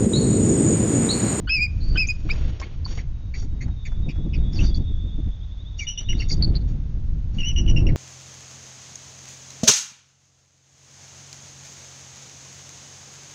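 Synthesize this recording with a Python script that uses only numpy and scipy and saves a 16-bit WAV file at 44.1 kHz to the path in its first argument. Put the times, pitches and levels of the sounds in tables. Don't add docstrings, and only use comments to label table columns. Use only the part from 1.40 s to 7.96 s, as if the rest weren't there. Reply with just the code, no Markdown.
import sys
import numpy as np
from scipy import signal
from scipy.fft import rfft, irfft
from scipy.io import wavfile
from scipy.ndimage import map_coordinates

SR = 44100
rng = np.random.default_rng(int(sys.argv[2]) if len(sys.argv) > 2 else 0)


def int16_out(signal):
    q = np.round(np.clip(np.atleast_2d(signal).T, -1, 1) * 32767)
    wavfile.write(sys.argv[1], SR, q.astype(np.int16))


N = 289296
TIME = np.arange(N) / SR

# (time [s], length [s], start pitch [Hz], end pitch [Hz], base level [dB],
# octave boost [dB], third partial boost [dB]); a partial is one pure tone within a note
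CLUCK_NOTES = [(0.072, 0.038, 1450, 1664, -31.5, 6, -1), (0.554, 0.029, 1432, 1620, -30.5, 9, -20.5),
               (0.89, 0.014, 1253, 1625, -36, 9.5, -1), (1.213, 0.025, 1043, 1140, -34, -21, -20),
               (1.221, 0.035, 2170, 2240, -34.5, -4.5, -24), (1.461, 0.012, 1020, 1000, -38.5, -15, -19),
               (1.582, 0.034, 2124, 2060, -38, -12, -18), (1.938, 0.036, 2173, 2190, -36, -0.5, -11),
               (2.206, 0.047, 2170, 2184, -38.5, -1, -0.5), (2.45, 0.042, 2380, 1960, -38.5, -3, -1.5),
               (2.685, 0.044, 2556, 2440, -37.5, -2.5, -16), (2.932, 0.041, 2650, 2360, -35, -0.5, -31),
               (3.188, 0.023, 2780, 2500, -29.5, -12, -35), (3.204, 0.021, 3070, 2610, -32, -15, -34),
               (4.591, 0.022, 3234, 2870, -42.5, -22, -24), (4.726, 0.017, 2240, 1750, -35, -19, -18.5),
               (4.817, 0.023, 2250, 2010, -34.5, -5, -11), (4.904, 0.014, 2250, 2060, -35.5, -5, -13),
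               (6.264, 0.006, 2830, 2750, -32.5, -8, -30.5), (6.486, 0.03, 2260, 1920, -35.5, -11, -31)]


def pipes(third_db=-21, leak_db=-11, slack_db=10):
    # (time [s], pitch [Hz], level [dB])
    peal_curves = [
        [(0.092, 2466, -25.5), (0.106, 2555, -22.5), (0.134, 2602, -21), (0.156, 2546, -20.5),
         (0.196, 2358, -25.5), (0.224, 2473, -20), (0.244, 2448, -22), (0.264, 2390, -29.5), (0.274, 2230, -45)],
        [(0.571, 2610, -30.5), (0.581, 2490, -19.5), (0.603, 2605, -22), (0.621, 2505, -21.5),
         (0.651, 2373, -33.5), (0.662, 2380, -38)],
        [(0.897, 2240, -37), (0.904, 2285, -24), (0.916, 2486, -23.5), (0.921, 2580, -36), (0.94, 2480, -63)],
    ]
    # (time [s], length [s], hold [s], start pitch [Hz], end pitch [Hz], arch [Hz],
    # level [dB], octave's peak level [dB])
    pip_notes = [(0.685, 0.048, 0.026, 2486, 2447, 25, -25, -29.5),
                 (4.389, 0.021, 0.013, 2827, 2820, 17, -30, -45),
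                 (4.404, 0.069, 0.03, 2430, 1994, -18.5, -35, -57),
                 (4.467, 0.096, 0.029, 2893, 2815, 93.5, -30, -28.5),
                 (4.574, 0.065, 0.011, 2896, 2996, -4.5, -30.5, -29),
                 (4.685, 0.079, 0.024, 2872, 2860, 17, -28.5, -33),
                 (4.798, 0.07, 0.012, 2766, 2810, -3, -34, -38.5),
                 (5.983, 0.054, 0.036, 2900, 2690, 69.5, -31.5, -40.5),
                 (6.029, 0.11, 0.083, 2743, 2760, 231, -30.5, -31.5),
                 (6.158, 0.078, 0.038, 2890, 2736, 110.5, -30.5, -31.5),
                 (6.275, 0.058, 0.033, 2917, 2800, 30, -32.5, -36),
                 (6.36, 0.071, 0.017, 2774, 2780, 15, -29.5, -36.5),
                 (6.465, 0.051, 0.0043, 2780, 2760, 6, -33, -41.5)]
    # (time [s], roughness [0-1])
    hoarseness = [(0, .2), (1, .2), (4.4, .41), (6.1, .45), (6.5, .6)]
    # (frequency [Hz], level [dB])
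    leak_colour = [(400, -9), (1500, 13.5), (2400, 29), (3600, -13), (4500, -26), (5700, 4.5),
                   (7000, -26.5)]
    out = np.zeros(N)
    shake = unrest(jitter=.024, jitter_hz=280, flutter_db=15, flutter_hz=200)
    low_eddies, high_eddies, air = eddies(190), eddies(215), noise(leak_colour)
    for t, hz, level_db, octave_db in [peal(c) for c in peal_curves] + [pip(*n) for n in pip_notes]:
        at = np.rint(t * SR).astype(int)
        rough = np.interp(t, *np.transpose(hoarseness))
        slack = np.minimum((level_db.max() - level_db) / slack_db, 1)
        fray = rough ** 2 * (.25 + 3.5 * slack)
        low, octave, third = syrinx(at, hz, rough, shake)
        low = blend(low, frayed(low_eddies[at], hz), fray)
        octave = blend(octave, frayed(high_eddies[at], 2 * hz), fray + .2)
        voice = gain_of(level_db) * low + gain_of(octave_db) * (octave + gain_of(third_db) * third)
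        leak = gain_of(level_db + leak_db) * rough ** 1.5 * air[at]
        add(out, t[0], (voice + leak) * signal.windows.tukey(len(at), .06))
    return out


def peal(curve):
    # (pitch [Hz], octave compared with the lowest partial [dB])
    brightness = [(2320, -16.5), (2460, -8.5), (2560, -6)]
    s, pitch, level_db = np.transpose(curve)
    at, _ = span(s[0], s[-1] - s[0])
    t = TIME[at]
    place = np.interp(t, s, np.arange(len(s)))
    hz = map_coordinates(pitch, [place], order=2, mode="nearest")
    db = np.interp(t, s, level_db)
    return t, hz, db, db + look_up(brightness, hz)


def pip(s, length, hold, start_hz, end_hz, arch_hz, db, octave_db, attack_s=.0035, quiet_db=-31.5):
    at, u = span(s, length)
    held = np.clip(hold / length, .05, .95)
    hz = start_hz + (end_hz - start_hz) * u + arch_hz * np.sin(np.pi * u) ** 2
    onset_db = quiet_db * np.maximum(1 - u * length / attack_s, 0) ** 2
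    fade_db = np.interp(u, [held, 1], [0, quiet_db])
    bloom_db = np.interp(u, [0, .78 * held, 1], [-16, 0, -28])
    return TIME[at], hz, db + onset_db + fade_db, octave_db + onset_db + bloom_db


def clucks(fade_db=-11, bloom_db=7):
    # (level [dB], roughness [0-1])
    hoarseness = [(-43, .62), (-36, .52), (-32, .28), (-22, .24)]
    out, turbulence = np.zeros(N), eddies(420)
    shake = unrest(jitter=.095, jitter_hz=380, flutter_db=14, flutter_hz=220)
    for s, length, start_hz, end_hz, db, octave_db, third_db in CLUCK_NOTES:
        at, u = span(s, length)
        rough = np.interp(db, *np.transpose(hoarseness))
        hz = start_hz + (end_hz - start_hz) * u
        low, octave, third = syrinx(at, hz, rough, shake)
        low = blend(low, frayed(turbulence[at], hz), 1.5 * rough ** 2)
        overtones = gain_of(octave_db) * windpipe(octave, through=.15)
        overtones += gain_of(third_db) * windpipe(third, through=.15)
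        voice = low + gain_of(bloom_db * (u - 1.5)) * overtones
        add(out, s, swell(u, rise=.33) * gain_of(db + fade_db * u) * voice)
    return out


def squeaks():
    # (time [s], length [s], start pitch [Hz], end pitch [Hz], level [dB])
    notes = [(0.403, 0.079, 4270, 4520, -44), (0.467, 0.13, 4560, 4600, -45.5),
             (0.669, 0.015, 5850, 6640, -36.5), (0.677, 0.034, 6600, 7170, -38.5),
             (0.9, 0.0093, 3780, 3870, -38.5), (0.91, 0.031, 4850, 5060, -42.5),
             (1.447, 0.023, 4640, 4500, -32.5), (3.128, 0.03, 4920, 5500, -43.5),
             (3.154, 0.04, 4900, 4340, -38.5), (3.198, 0.096, 5860, 5900, -46),
             (3.236, 0.077, 4760, 4700, -38.5), (3.342, 0.016, 4520, 4250, -35),
             (3.359, 0.023, 4700, 4530, -44.5), (4.383, 0.069, 5820, 6040, -43),
             (4.776, 0.081, 4340, 4590, -42), (4.896, 0.029, 4540, 4620, -32),
             (4.912, 0.031, 4770, 4670, -26), (4.913, 0.023, 5650, 5600, -39),
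             (4.925, 0.0069, 6370, 6470, -40), (5.023, 0.023, 4400, 4410, -21),
             (5.043, 0.014, 4450, 4570, -25), (5.152, 0.0091, 4380, 4100, -33),
             (5.16, 0.015, 4410, 4340, -28.5)]
    # (level [dB], roughness [0-1])
    hoarseness = [(-46, .36), (-41, .55), (-22, .36)]
    out, turbulence = np.zeros(N), eddies(300)
    shake = unrest(jitter=.07, jitter_hz=420, flutter_db=12, flutter_hz=240)
    for s, length, start_hz, end_hz, db in notes:
        at, u = span(s, length)
        rough = np.interp(db, *np.transpose(hoarseness))
        hz = start_hz + (end_hz - start_hz) * u
        tone = syrinx(at, hz, rough, shake)[0]
        voice = blend(tone, frayed(turbulence[at], hz), rough)
        add(out, s, gain_of(db) * swell(u, rise=.22) * windpipe(voice, through=.25))
    return out


def syrinx(at, hz, rough, shake, dip=.57):
    jitter, flutter_db = shake
    phase = 2 * np.pi * np.cumsum(hz * (1 + rough * jitter[at])) / SR
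    swings = [evened(gain_of(dip * rough * np.minimum(db[at], 0))) for db in flutter_db]
    return [np.sqrt(2) * swing * np.sin(k * phase) for k, swing in enumerate(swings, 1)]


def unrest(jitter, jitter_hz, flutter_db, flutter_hz):
    return jitter * wobble(jitter_hz), flutter_db * np.array([wobble(flutter_hz) for _ in range(3)])


def eddies(hz):
    return (wobble(hz) + 1j * wobble(hz)) / np.sqrt(2)


def frayed(turbulence, hz):
    return evened((turbulence * np.exp(2j * np.pi * np.cumsum(hz) / SR)).real)


def windpipe(x, through=0):
    # (frequency [Hz], width [Hz], level [dB])
    resonances = [(2150, 420, -8), (3620, 380, -6), (4560, 400, 0), (5650, 440, 0), (6620, 440, -1)]
    hz = np.fft.rfftfreq(len(x), 1 / SR)
    tube = sum(gain_of(db) / (1 + ((hz - f) / width * 2) ** 2) for f, width, db in resonances)
    return evened(irfft(rfft(x) * (tube + through), len(x)))


def hisses(flutter_db=2):
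    # (time [s], length [s], level [dB], share that rings [0-1])
    swells = [(0.248, 0.83, -52, 0.1), (0.535, 0.052, -43, 0), (0.845, 0.41, -42.5, 0.02),
              (1.179, 0.29, -50.5, 0.01), (1.445, 0.18, -43, 0.27), (1.572, 0.013, -42.5, 0),
              (1.939, 0.12, -47, 0.7), (3.106, 0.22, -44.5, 0.2), (3.345, 0.048, -53, 0.9),
              (4.371, 0.093, -46, 0.9), (4.587, 0.061, -54.5, 0), (4.756, 0.076, -45, 0.1),
              (4.882, 0.071, -37, 0.98), (5.002, 0.052, -42.5, 0), (5.133, 0.057, -44, 0),
              (5.266, 0.075, -54.5, 0.22), (5.927, 0.12, -48, 0.2)]
    # (frequency [Hz], level [dB])
    hiss_colour = [(300, 23), (1000, 7.5), (2200, 7), (3300, 7.5), (4500, 0), (6500, -16), (7400, -32)]
    puffs = [(s - .0045, .07, -53, .033) for s, *_ in CLUCK_NOTES]
    out, broad = np.zeros(N), noise(hiss_colour)
    ringing = windpipe(windpipe(rng.standard_normal(N)), through=.6)
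    for s, length, db, share in list(swells) + puffs:
        at, u = span(s, length)
        add(out, s, gain_of(db) * swell(u, rise=.44) * blend(broad[at], ringing[at], share))
    return out * gain_of(flutter_db * wobble(48))


def clacks(attack_s=.0013):
    # (time [s], time to fade 60 dB [s], level [dB], crack compared with knock [dB])
    snaps = [(1.199, 0.031, -33, 0.5), (1.214, 0.031, -35, -5.5), (2.026, 0.045, -45, -16),
             (2.28, 0.084, -45.5, -19.5), (2.519, 0.068, -45.5, -14.5), (2.755, 0.18, -49, -19),
             (3.006, 0.064, -45.5, -20)]
    # (frequency [Hz], level [dB])
    knock_colour = [(300, -9), (650, 5), (1080, -8), (1450, -3.5), (3200, -23), (5000, -30.5)]
    # (frequency [Hz], level [dB])
    crack_colour = [(800, -19), (2700, 1.5), (4200, -3.5), (5400, 5.5), (7100, 0.5), (7600, -21.5)]
    out, knock, crack = np.zeros(N), noise(knock_colour), noise(crack_colour)
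    for s, fade_s, db, crack_db in snaps:
        at, u = span(s, fade_s)
        envelope = np.minimum(u * fade_s / attack_s, 1) * np.exp(-np.log(1000) * u)
        add(out, s, gain_of(db) * envelope * (evened(knock[at]) + gain_of(crack_db) * crack[at]))
    return out


def songbirds(whistle_hz=3810, fall_hz=83, sink_hz_per_s=69, vary_hz=30):
    # (time [s], length [s], level [dB])
    slides = [(2.336, 0.28, -58.5), (2.655, 0.27, -58), (3.013, 0.17, -53), (3.281, 0.13, -50),
              (3.518, 0.21, -53.5), (3.692, 0.079, -52.5), (3.786, 0.043, -65), (3.911, 0.042, -53.5),
              (4.008, 0.045, -53.5), (4.093, 0.054, -56), (4.17, 0.062, -52), (4.246, .052, -49.5),
              (4.332, .042, -55), (4.435, 0.063, -52), (4.557, 0.058, -47.5), (4.639, 0.054, -48),
              (4.744, 0.022, -45)]
    # (time [s], start pitch [Hz], end pitch [Hz])
    slide_range = [(2.35, 3625, 3416), (2.651, 3305, 3446), (3.281, 3324, 3480), (3.521, 3270, 3745),
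                   (3.7, 3216, 3730), (3.999, 3080, 3860), (4.2, 3256, 3870)]
    # (time [s], length [s], level [dB])
    whistles = [(1.695, 0.28, -67), (2.045, 0.4, -67), (2.276, 0.22, -60), (2.607, 0.098, -52.5),
                (2.963, 0.16, -53.5), (3.227, 0.076, -48.5), (3.432, 0.097, -51.5)]
    out, notes = np.zeros(N), []
    when, low_hz, high_hz = np.transpose(slide_range)
    for s, length, db in slides:
        glide_hz = np.interp(s, when, high_hz - low_hz) + vary_hz * rng.standard_normal()
        notes.append((s, length, db, np.interp(s, when, low_hz), glide_hz))
    for s, length, db in whistles:
        notes.append((s, length, db, whistle_hz - sink_hz_per_s * (s - whistles[0][0]), -fall_hz))
    for s, length, db, start_hz, glide_hz in notes:
        _, u = span(s, length)
        hz = start_hz + glide_hz * u ** .75
        tone = np.sqrt(2) * np.sin(2 * np.pi * np.cumsum(hz) / SR)
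        add(out, s, gain_of(db) * swell(u, rise=.55) * tone)
    return out


def wind():
    # (time [s], strength [dB])
    gusts = [(0.05, -33.5), (0.1, -41.5), (0.55, -28.5), (0.73, -40.5), (1.07, -32.5), (1.3, -47.5),
             (1.39, -38.5), (2.0, -42), (2.27, -28.5), (2.41, -47), (2.62, -31), (2.74, -34.5), (2.92, -32),
             (3.04, -27), (3.12, -29), (3.22, -24.5), (3.42, -32.5), (3.73, -37.5), (3.89, -31.5),
             (3.91, -44.5), (4.63, -48), (4.7, -29), (4.86, -33), (4.98, -26), (5.09, -25.5), (5.36, -34),
             (5.92, -35.5), (5.97, -27), (6.04, -34.5), (6.24, -23.5), (6.52, -21.5)]
    # (frequency [Hz], level [dB])
    rumble_colour = [(10, -16.5), (18, 9), (30, -2), (48, 1), (70, -4), (100, -6.5), (150, -21.5),
                     (300, -48.5), (1000, -99.5)]
    # (frequency [Hz], level [dB])
    flutter_colour = [(40, -6), (90, -0.5), (140, 10.5), (210, 2), (310, -6.5), (430, -18), (700, -27.5),
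                      (1200, -35.5), (2500, -41), (7000, -68.5)]
    # (frequency [Hz], level [dB])
    rush_colour = [(120, -35.5), (230, -2), (320, 7), (450, -9), (700, -16.5), (1400, -67)]
    gust_db = np.interp(TIME, *np.transpose(gusts))
    lumps = evened(gain_of(1.8 * wobble(24)))
    rumble = noise(rumble_colour) * gain_of(-22 + .64 * (gust_db + 33.5))
    flutter = noise(flutter_colour) * gain_of(gust_db - 3)
    rush = noise(rush_colour) * gain_of(-42 + 2.34 * (gust_db + 26))
    return rumble + lumps * (flutter + rush)


def thumps():
    # (time [s], length [s], level [dB])
    strikes = [(0.011, 0.059, -33), (0.179, 0.026, -32.5), (0.54, 0.031, -25.5), (0.845, 0.041, -27),
               (0.962, 0.028, -35.5), (2.025, 0.049, -34), (2.257, 0.037, -35.5), (2.656, 0.053, -24),
               (2.779, 0.041, -27), (2.843, 0.045, -24), (2.952, 0.083, -28), (3.176, 0.082, -24),
               (3.369, 0.069, -25.5), (3.495, 0.025, -31.5), (3.636, 0.046, -31.5), (3.777, 0.041, -29.5),
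               (4.721, 0.074, -27.5), (4.906, 0.05, -25.5), (4.978, 0.06, -25.5), (5.058, 0.11, -26.5),
               (5.298, 0.047, -30), (5.962, 0.062, -33), (6.403, 0.07, -25.5)]
    # (frequency [Hz], level [dB])
    thump_colour = [(20, -2), (55, 2.5), (130, 8), (220, -0.5), (320, -3.5), (450, -19), (800, -29),
                    (2000, -69)]
    out, thump = np.zeros(N), noise(thump_colour)
    for s, length, db in strikes:
        at, u = span(s, length)
        add(out, s, gain_of(db) * swell(u, rise=.45) * evened(thump[at]))
    return out


def branch_echoes(x, fade_times, delay_s, echoes_per_s=2500):
    echoes = rng.standard_normal(SR) * (rng.random(SR) < echoes_per_s / SR) * (TIME[:SR] > delay_s)
    hz, t, bands = signal.stft(echoes, SR, nperseg=256)
    fade = gain_of(-60 * t / look_up(fade_times, hz)[:, None])
    _, tail = signal.istft(bands * fade, SR, nperseg=256)
    return signal.fftconvolve(x, tail / np.linalg.norm(tail))[:N]


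def hush(level_db=-60.5):
    # (frequency [Hz], level [dB])
    air_colour = [(100, 1.5), (500, 14), (1000, 8), (2000, 3), (3500, 3), (5000, -1), (6700, 0.5),
                  (7300, -35.5)]
    return gain_of(level_db) * noise(air_colour)


def gain_of(db):
    return 10 ** (np.asarray(db) / 20)


def evened(x):
    return x / np.sqrt(np.mean(x ** 2) + 1e-20)


def look_up(points, hz):
    f, value = np.transpose(points)
    return np.interp(np.log(hz + 1), np.log(f + 1), value)


def add(mix, s, sound):
    part = mix[round(s * SR):][:len(sound)]
    part += sound[:len(part)]


def blend(a, b, share):
    share = np.clip(share, 0, 1)
    return np.sqrt(1 - share) * a + np.sqrt(share) * b


def noise(colour):
    gains = gain_of(look_up(colour, np.fft.rfftfreq(N, 1 / SR)))
    return evened(irfft(rfft(rng.standard_normal(N)) * gains, N))


def wobble(hz):
    damping = 1 + (np.fft.rfftfreq(N, 1 / SR) / hz) ** 4
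    return evened(irfft(rfft(rng.standard_normal(N)) / damping, N))


def span(s, length):
    at = np.arange(max(round(s * SR), 0), min(round((s + max(length, .004)) * SR), N))
    return at, np.linspace(0, 1, len(at))


def swell(u, rise):
    return np.sin(np.pi / 2 * np.interp(u, [0, rise, 1], [0, 1, 0])) ** .8


def scene():
    # (frequency [Hz], time to fade 60 dB [s])
    woods_fade = [(500, 15), (2500, 1.1), (3600, 2.5), (4400, 0.5), (7000, 1.3)]
    eagles = pipes() + clucks() + squeaks() + hisses() + clacks()
    song = songbirds()
    nest = gain_of(-17) * branch_echoes(eagles, [(500, .06), (7000, .05)], delay_s=.004)
    woods = gain_of(-30) * branch_echoes(eagles, woods_fade, delay_s=.02)
    add(woods, .052, gain_of(-25) * eagles)
    far_song = gain_of(-1) * song + gain_of(-4) * branch_echoes(song, woods_fade, delay_s=.0022)
    return (eagles + nest + woods + far_song + wind() + thumps() + hush())[None]


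def record(dry, ceiling=.48, top_hz=7520):
    rounded = dry / (1 + (dry / ceiling) ** 8) ** (1 / 8)
    treble_cut = signal.firwin(511, top_hz, window=("kaiser", 9), fs=SR)
    return signal.oaconvolve(rounded, treble_cut[None], "same")


dry = scene()
out = record(dry)
int16_out(out)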